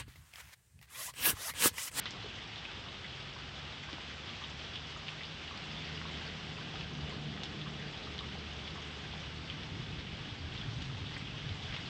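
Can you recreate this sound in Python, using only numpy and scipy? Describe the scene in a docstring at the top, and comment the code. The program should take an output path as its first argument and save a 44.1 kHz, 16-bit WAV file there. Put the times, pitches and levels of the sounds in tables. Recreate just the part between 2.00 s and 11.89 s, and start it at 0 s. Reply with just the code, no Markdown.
"""Night rain beside a house

Steady rain falls: far drops blur into a wash, near ones ring what they hit, and the eaves drip slowly.
A distant engine picks up speed and drones past on a wet road, loudest halfway through.
Its exhaust is a few low tones; the road and the tyres are shaped noise.
Low thunder, made of many dull shocks, builds up and breaks into a few rolls in the last seconds."""
import sys
import numpy as np
from scipy import signal
from scipy.fft import rfft, irfft, next_fast_len
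from scipy.io import wavfile

SR = 44100
rng = np.random.default_rng(int(sys.argv[2]) if len(sys.argv) > 2 else 0)


def dump(signal):
    """Clip the signal to [-1, 1] and save it as 16-bit WAV at the path in sys.argv[1]."""
    limited = np.clip(np.atleast_2d(signal).T, -1, 1)
    pcm = np.round(limited * 32767).astype(np.int16)
    wavfile.write(sys.argv[1], SR, pcm)


N = 436129

# The low hush of the night air. Each row: frequency in Hz, relative strength in dB.
AIR_SPECTRUM = [(15, -26), (30, -13.5), (55, 0), (100, 2), (180, -2.5), (300, -6.5), (400, -7.5),
                (550, -17.5), (900, -40.5)]
# The tone of the rain. Each row: frequency in Hz, relative strength in dB.
RAIN_SPECTRUM = [(200, -36), (450, -8.5), (760, -4.5), (1000, -5.5), (1250, -4.5), (1600, -5), (2450, -3.5),
                 (2950, -1), (3400, -0.37), (3950, -6.5), (4400, -9.5), (5050, -10.5), (6300, -20),
                 (8600, -33.5)]
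# How hard it rains. Each row: time in seconds, level in dB.
RAIN_LEVEL = [(0, -46.5), (1.4, -47), (2, -46), (3.4, -46), (3.7, -45), (4.2, -44.5), (5.2, -47),
              (6.8, -46), (8.3, -47.5), (9.45, -46.5), (9.89, -44)]
# Big drops on nearby leaves, boards and ground, and a second slow drip near 2 kHz that falls about once a
# second. # Each row: start in seconds, level in dB, pitch in Hz, width of the ring in Hz (wider dies sooner), #
# splash in dB compared with the hit.
BIG_DROPS = [(0.0565, -33, 1400, 498, -9), (.057, -25, 3620, 700, -6), (.061, -35.5, 1980, 150, -3),
             (.0657, -37, 3040, 90, 0), (0.108, -26.5, 5500, 2000, -13), (.2432, -40, 445, 50, -18),
             (0.2595, -38.5, 420, 65, -18), (0.559, -32.5, 3680, 500, -12), (0.581, -36, 3500, 700, -8),
             (0.653, -29, 2600, 330, -15), (.716, -34, 3000, 2500, -9), (.928, -36, 3290, 700, -12),
             (1.045, -36, 2015, 450, -4), (1.8357, -37, 2070, 300, -4), (1.93, -26.5, 3300, 2000, -13),
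             (1.9312, -35, 260, 190, -18), (1.94, -43, 150, 90, -22), (1.9832, -36.5, 870, 500, -19),
             (2.1065, -38.5, 1980, 200, -3), (2.293, -33, 3400, 400, -14), (2.439, -31, 3280, 400, -2),
             (2.444, -33.5, 3100, 400, -4), (2.4974, -39, 5540, 1400, -4), (2.757, -26, 3300, 600, -6.5),
             (2.871, -37, 4900, 1200, -12), (2.973, -43, 6800, 800, -6), (3.083, -26, 3100, 600, -11),
             (3.0886, -30.5, 2630, 350, -9), (3.2078, -35, 2010, 400, -4), (3.234, -30.5, 3290, 600, -7),
             (3.5756, -32, 4310, 1400, -13), (4.015, -29.5, 1650, 1200, -16), (4.141, -40, 3080, 130, -8),
             (4.74, -40, 720, 150, -13), (4.8102, -29, 2770, 400, -10), (4.952, -30.5, 3300, 1200, -10),
             (5.095, -47, 7100, 500, -3), (5.419, -40, 700, 250, -10), (5.4343, -23.5, 3400, 1100, -15.5),
             (5.4358, -31, 5500, 1200, -10), (5.4412, -37, 3500, 500, -10), (5.4555, -36, 3100, 200, -5),
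             (5.615, -33, 3350, 600, -11), (5.9776, -35, 4380, 1200, -9), (6.1805, -30, 3500, 2500, -19),
             (6.19, -31, 3200, 220, -18), (6.1913, -30, 3800, 280, -10), (6.353, -41, 680, 150, -13),
             (6.5925, -37, 3600, 700, -14), (6.6782, -30.5, 3220, 600, -8), (7.137, -40, 700, 150, -15),
             (7.5001, -28.5, 3100, 190, -20), (7.6337, -29.5, 2980, 1504, -11), (8.069, -35, 2940, 604, -6),
             (8.551, -30, 2850, 750, -11), (8.559, -33, 3300, 454, -8), (8.577, -35, 3600, 300, -7),
             (8.614, -33.5, 3350, 200, -12), (8.8195, -31, 3320, 1000, -8), (8.822, -39, 6180, 1395, -11),
             (9.1652, -34.5, 1980, 380, -1.5), (9.177, -42, 7900, 800, -4), (9.492, -29, 3370, 600, -11),
             (9.725, -29, 2300, 1500, -11), (9.741, -28, 2860, 1200, -6), (9.7651, -26, 2880, 1600, -9)]
# Drips from the eaves, all on one spot. Each row: time in seconds, level in dB, pitch in Hz.
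EAVES_DRIPS = [(0.1502, -42.5, 1140), (0.864, -43, 1120), (1.364, -45, 1090), (1.404, -48, 1140),
               (1.889, -40.5, 1150), (2.4185, -41, 1124), (2.964, -40, 1190), (3.5113, -40, 1120),
               (4.0538, -40, 1106), (4.587, -41.5, 1100), (4.757, -42, 1300), (5.1238, -43, 1110),
               (5.662, -43, 1145), (6.072, -42, 1230), (6.209, -39, 1160), (6.757, -42, 1110),
               (6.779, -45, 1055)]
# The engine's speed. Each row: time in seconds, firing rate in Hz.
FIRING_RATE = [(0, 109.4), (.55, 110), (1.0, 133.5), (1.55, 140.8), (2.2, 145), (3.4, 156.3), (3.8, 155.2),
               (4.3, 159.2), (5.0, 148.9), (6.8, 149.2), (7.4, 153.9), (9.89, 147)]
# The firing note as the engine nears, passes and fades. Each row: time in seconds, level in dB.
FIRING_LEVEL = [(0, -58), (.6, -62.5), (1.0, -61), (1.3, -55), (1.75, -60), (2.3, -59), (2.8, -62.5),
                (3.0, -53.5), (3.35, -54.5), (3.58, -67), (3.68, -49), (3.9, -49.5), (4.35, -54),
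                (4.55, -49), (4.85, -50.5), (5.02, -42), (5.13, -52), (5.26, -45), (5.47, -55.5),
                (5.65, -45.5), (5.95, -55), (6.3, -57), (6.9, -57.5), (7.4, -52.5), (9.89, -59.5)]
# Weaker exhaust tones. Each row: multiple of the firing rate, level in dB compared with the firing note.
EXHAUST_OVERTONES = [(1.5, -15.5), (2, -19.5)]
# The note at half the firing rate. Each row: time in seconds, level in dB.
HALF_RATE_LEVEL = [(0, -70), (1.2, -69), (1.45, -58.5), (2.2, -62.5), (2.8, -56.5), (3.0, -62), (3.75, -65),
                   (3.9, -49.5), (4.3, -55.5), (4.55, -66), (4.9, -55), (5.3, -60), (5.8, -56.5),
                   (6.2, -52), (6.85, -52), (7.3, -53), (8, -63), (9.89, -62.5)]
# The tone of the road's roar. Each row: frequency in Hz, relative strength in dB.
ROAD_SPECTRUM = [(60, -17.5), (130, -1), (205, 4), (232, -2.5), (260, -5.5), (300, -5), (345, -5.5),
                 (395, -11.5), (445, -5.5), (560, -16), (750, -10.5), (1500, -50)]
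# How loud the road is. Each row: time in seconds, level in dB.
ROAD_LEVEL = [(0, -67), (3.3, -63), (3.9, -53), (4.5, -53.5), (5.1, -49), (5.6, -50), (6.3, -51.5),
              (7.1, -55), (8, -53), (9.89, -61)]
# The tone of the tyres' hum. Each row: frequency in Hz, relative strength in dB.
TYRE_SPECTRUM = [(300, -49.5), (400, -20.5), (416, 0), (432, -13.5), (560, -43.5), (900, -77.5)]
# How loud the tyres are. Each row: time in seconds, level in dB.
TYRE_LEVEL = [(0, -80), (3.3, -74.5), (3.95, -62.5), (6.6, -64), (7.2, -66.5), (9.89, -69.5)]
# The tone of far thunder. Each row: frequency in Hz, relative strength in dB.
THUNDER_SPECTRUM = [(15, -27), (30, -10), (50, -0.5), (65, -4), (88, 0), (110, 4), (140, 2.5), (175, -1.5),
                    (215, -11), (275, -6), (340, -16), (450, -18), (900, -64.5)]
# The thunder's slow build. Each row: time in seconds, level in dB.
THUNDER_SWELL = [(0, -74), (3.5, -64), (4.5, -54.5), (5.5, -55.5), (6.5, -57), (7.2, -55), (9.89, -51.5)]
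# Single thumps. Each row: peak time in seconds, level in dB, pitch in Hz, rise and fade time in seconds.
THUNDER_THUMPS = [(5.042, -35, 75, 0.011), (7.725, -41.5, 86.5, 0.02), (7.802, -32, 124, 0.008),
                  (7.987, -37, 72, 0.0078), (8.13, -38, 80, .008), (8.329, -36, 104, .008),
                  (8.451, -38.5, 81.9, 0.028), (8.694, -36, 107, 0.017), (8.773, -33.5, 122, 0.017),
                  (8.876, -36.5, 135, 0.026), (8.953, -41, 96, 0.035), (9.03, -37, 93, .018),
                  (9.469, -42.5, 135, 0.02), (9.52, -29, 97.5, 0.0092), (9.641, -43, 83.4, 0.042),
                  (9.74, -43, 136.5, 0.019)]
# Rolls of thunder. Each row: peak time in seconds, level in dB, fade time in seconds.
THUNDER_ROLLS = [(7.76, -44.5, 0.34), (8.47, -50, .2), (8.8, -45.5, 0.26), (9.25, -49.5, .3),
                 (9.5, -48, 0.076), (9.72, -47.5, 0.16)]


def gain_of(db):
    """Turns decibels into a number to multiply a sound by."""
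    return 10 ** (np.asarray(db) / 20)


def unit_level(x):
    """Scales a signal so that its average power is 1."""
    return x / np.sqrt(np.mean(x ** 2) + 1e-20)


def curve(rows):
    """Joins (time, value) rows with straight lines, giving a value for every sample."""
    return np.interp(np.arange(N) / SR, *np.transpose(rows))


def add(mix, start_s, sound):
    """Mixes a sound in at its start time."""
    part = mix[max(round(start_s * SR), 0):][:len(sound)]
    part += sound[:len(part)]


def shaped(x, spectrum):
    """Filters a signal by a spectrum table and sets its average power to 1."""
    size = next_fast_len(N)
    hz, db = np.transpose(spectrum)
    shape_db = np.interp(np.log(np.fft.rfftfreq(size, 1 / SR) + 1), np.log(hz + 1), db)
    return unit_level(irfft(rfft(x, size) * gain_of(shape_db), size)[:N])


def wander(top_hz):
    """A random wobble with a typical size of 1, made of slow waves added together."""
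    steps = np.arange(0, N + 128, 128)
    rates = np.geomspace(top_hz / 10, top_hz, 20)
    waves = sum(np.sin(2 * np.pi * (hz * steps / SR + rng.random())) / np.sqrt(hz) for hz in rates)
    return unit_level(np.interp(np.arange(N), steps, waves))


def impacts(per_s, spread_db, cap):
    """Random clicks, mostly small; the largest are spread_db times cap decibels above the smallest."""
    size = gain_of(spread_db * np.minimum(rng.exponential(1, N), cap))
    return size * rng.choice([-1, 1], N) * (rng.random(N) < per_s / SR)


def night_air():
    """A low, steady hush lies under everything."""
    return gain_of(-52.5) * shaped(rng.standard_normal(N), AIR_SPECTRUM)


def ring(hz, width_hz, push_cycles):
    """A struck surface rings and dies away; the soft drop takes a moment to push it."""
    t = np.arange(SR // 20) / SR
    push = 1 - np.exp(-(t * hz / push_cycles) ** 2)
    tap = push * np.exp(-np.pi * width_hz * t) * np.sin(2 * np.pi * hz * t)
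    return tap / abs(tap).max()


def yard_echoes(x, echo_db, fade_s):
    """Walls and ground scatter a short tail after each drop; it falls 60 dB in fade_s."""
    t = np.arange(SR // 5) / SR
    bounces = rng.standard_normal(len(t)) * (rng.random(len(t)) < .05) * (t > .002)
    tail = bounces * gain_of(-60 * t / fade_s)
    return x + gain_of(echo_db) * signal.oaconvolve(x, tail / np.linalg.norm(tail))[:N]


def patter(per_s, spread_db, sharpness, surfaces=32):
    """Drops land on many small surfaces, each with its own brief ring."""
    hits = impacts(per_s, spread_db, cap=4.0)
    lands_on = rng.integers(0, surfaces, N)
    out = np.zeros(N)
    for surface, hz in enumerate(np.geomspace(450, 8000, surfaces)):
        tap = ring(hz, hz / sharpness, push_cycles=.43) * hz
        for i in np.flatnonzero(hits * (lands_on == surface)):
            add(out, i / SR, hits[i] * tap)
    return out


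def rain():
    """Far drops merge into a wash; nearer ones ring or tick; all follow the strength of the shower."""
    wash = shaped(rng.standard_normal(N), RAIN_SPECTRUM) * gain_of(0.6 * wander(top_hz=20))
    taps = patter(per_s=1100, spread_db=4.5, sharpness=11.0)
    taps = shaped(yard_echoes(taps, echo_db=5.5, fade_s=0.15), RAIN_SPECTRUM)
    ticks = impacts(per_s=520, spread_db=2.0, cap=4.8)
    ticks = shaped(yard_echoes(ticks, echo_db=-6.5, fade_s=0.028), RAIN_SPECTRUM)
    shower = gain_of(-2.5) * wash + gain_of(-6.5) * taps + gain_of(-10.5) * ticks
    return gain_of(curve(RAIN_LEVEL)) * shower


def splashed(tap, splash_db, decay_s):
    """A hit is followed by a spray of droplets that ring the same surface."""
    t = np.arange(len(tap)) / SR
    droplets = rng.standard_normal(len(t)) * np.exp(-t / decay_s) * (t > .001)
    spray = signal.fftconvolve(droplets, tap)[:len(t)]
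    return tap + gain_of(splash_db) * spray / abs(spray).max()


def near_drops(wall_delay_s=.0075, wall_db=-16, dull_hz=6000):
    """Each big drop rings what it hits and splashes; a wall throws the hit back a moment later."""
    out = np.zeros(N)
    for start_s, db, hz, width_hz, splash_db in BIG_DROPS:
        tap = ring(hz, width_hz, push_cycles=.5)
        add(out, start_s, gain_of(db) * splashed(tap, splash_db, decay_s=0.012))
        add(out, start_s + wall_delay_s, gain_of(db + wall_db) * tap)
    out = signal.lfilter(*signal.butter(2, dull_hz, fs=SR), out)  # the air takes off some treble
    return yard_echoes(out, echo_db=-9, fade_s=.16)


def eaves_drip(width_hz=260, rise_s=.003):
    """Water lands with a soft, wet plop about twice a second, its pitch varying a little."""
    out = np.zeros(N)
    for time_s, db, hz in EAVES_DRIPS:
        plop = ring(hz, width_hz, push_cycles=rise_s * hz)
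        add(out, time_s - rise_s / 2, gain_of(db) * splashed(plop, splash_db=-5.5, decay_s=0.022))
    return yard_echoes(out, echo_db=-8, fade_s=0.084)


def engine():
    """Only the lowest tones of the exhaust carry this far, and they flutter on the way."""
    firing_hz = curve(FIRING_RATE) * (1 + 0.0032 * wander(top_hz=10))
    phase = 2 * np.pi * np.cumsum(firing_hz) / SR
    overtones = sum(gain_of(db) * np.sin(multiple * phase) for multiple, db in EXHAUST_OVERTONES)
    firing_note = gain_of(curve(FIRING_LEVEL)) * (np.sin(phase) + overtones)
    half_rate_db = curve(HALF_RATE_LEVEL) + 2.8 * wander(top_hz=9)
    half_rate_note = gain_of(half_rate_db) * np.sin(phase / 2 + 0.54 * wander(top_hz=12))
    flutter = gain_of(0.79 * wander(top_hz=14))
    return np.sqrt(2) * (firing_note * flutter + half_rate_note)


def tyres_on_road():
    """The wet road roars and the tyres hum, swelling and fading as they pass."""
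    roar = shaped(rng.standard_normal(N), ROAD_SPECTRUM) * gain_of(curve(ROAD_LEVEL))
    hum = shaped(rng.standard_normal(N), TYRE_SPECTRUM) * gain_of(curve(TYRE_LEVEL))
    return roar + hum


def rumble_strength(rise_s=0.23):
    """The thunder swells slowly; on top of that, each roll rises quickly and dies away."""
    t = np.arange(N) / SR
    power = gain_of(curve(THUNDER_SWELL)) ** 2
    for peak_s, db, decay_s in THUNDER_ROLLS:
        roll = np.exp(-np.maximum((peak_s - t) / rise_s, (t - peak_s) / decay_s))
        power += (gain_of(db) * roll) ** 2
    return np.sqrt(power)


def thunder():
    """Scattered far shocks, dulled by distance, arrive in clumps with a few heavier thumps."""
    shocks = shaped(impacts(per_s=140, spread_db=1.8, cap=3.1), THUNDER_SPECTRUM)
    out = shocks * rumble_strength() * gain_of(1.2 * wander(top_hz=16))
    t = np.arange(-SR // 5, SR // 5) / SR  # time before and after a thump's peak
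    for peak_s, db, hz, decay_s in THUNDER_THUMPS:
        thump = -np.cos(2 * np.pi * hz * t) * np.exp(-abs(t) / decay_s)
        add(out, peak_s + t[0], gain_of(db) * thump)
    return out


def scene():
    """Mixes the night air, rain, drips, passing engine and thunder into one channel."""
    mix = night_air() + rain() + near_drops() + eaves_drip() + engine() + tyres_on_road() + thunder()
    return mix[None]


def record(dry):
    """Cuts away the treble above 8600 Hz."""
    low_pass = signal.firwin(511, 8600, window=("kaiser", 9), fs=SR)
    return signal.oaconvolve(dry, low_pass[None], "same")


dry = scene()
out = record(dry)
dump(out)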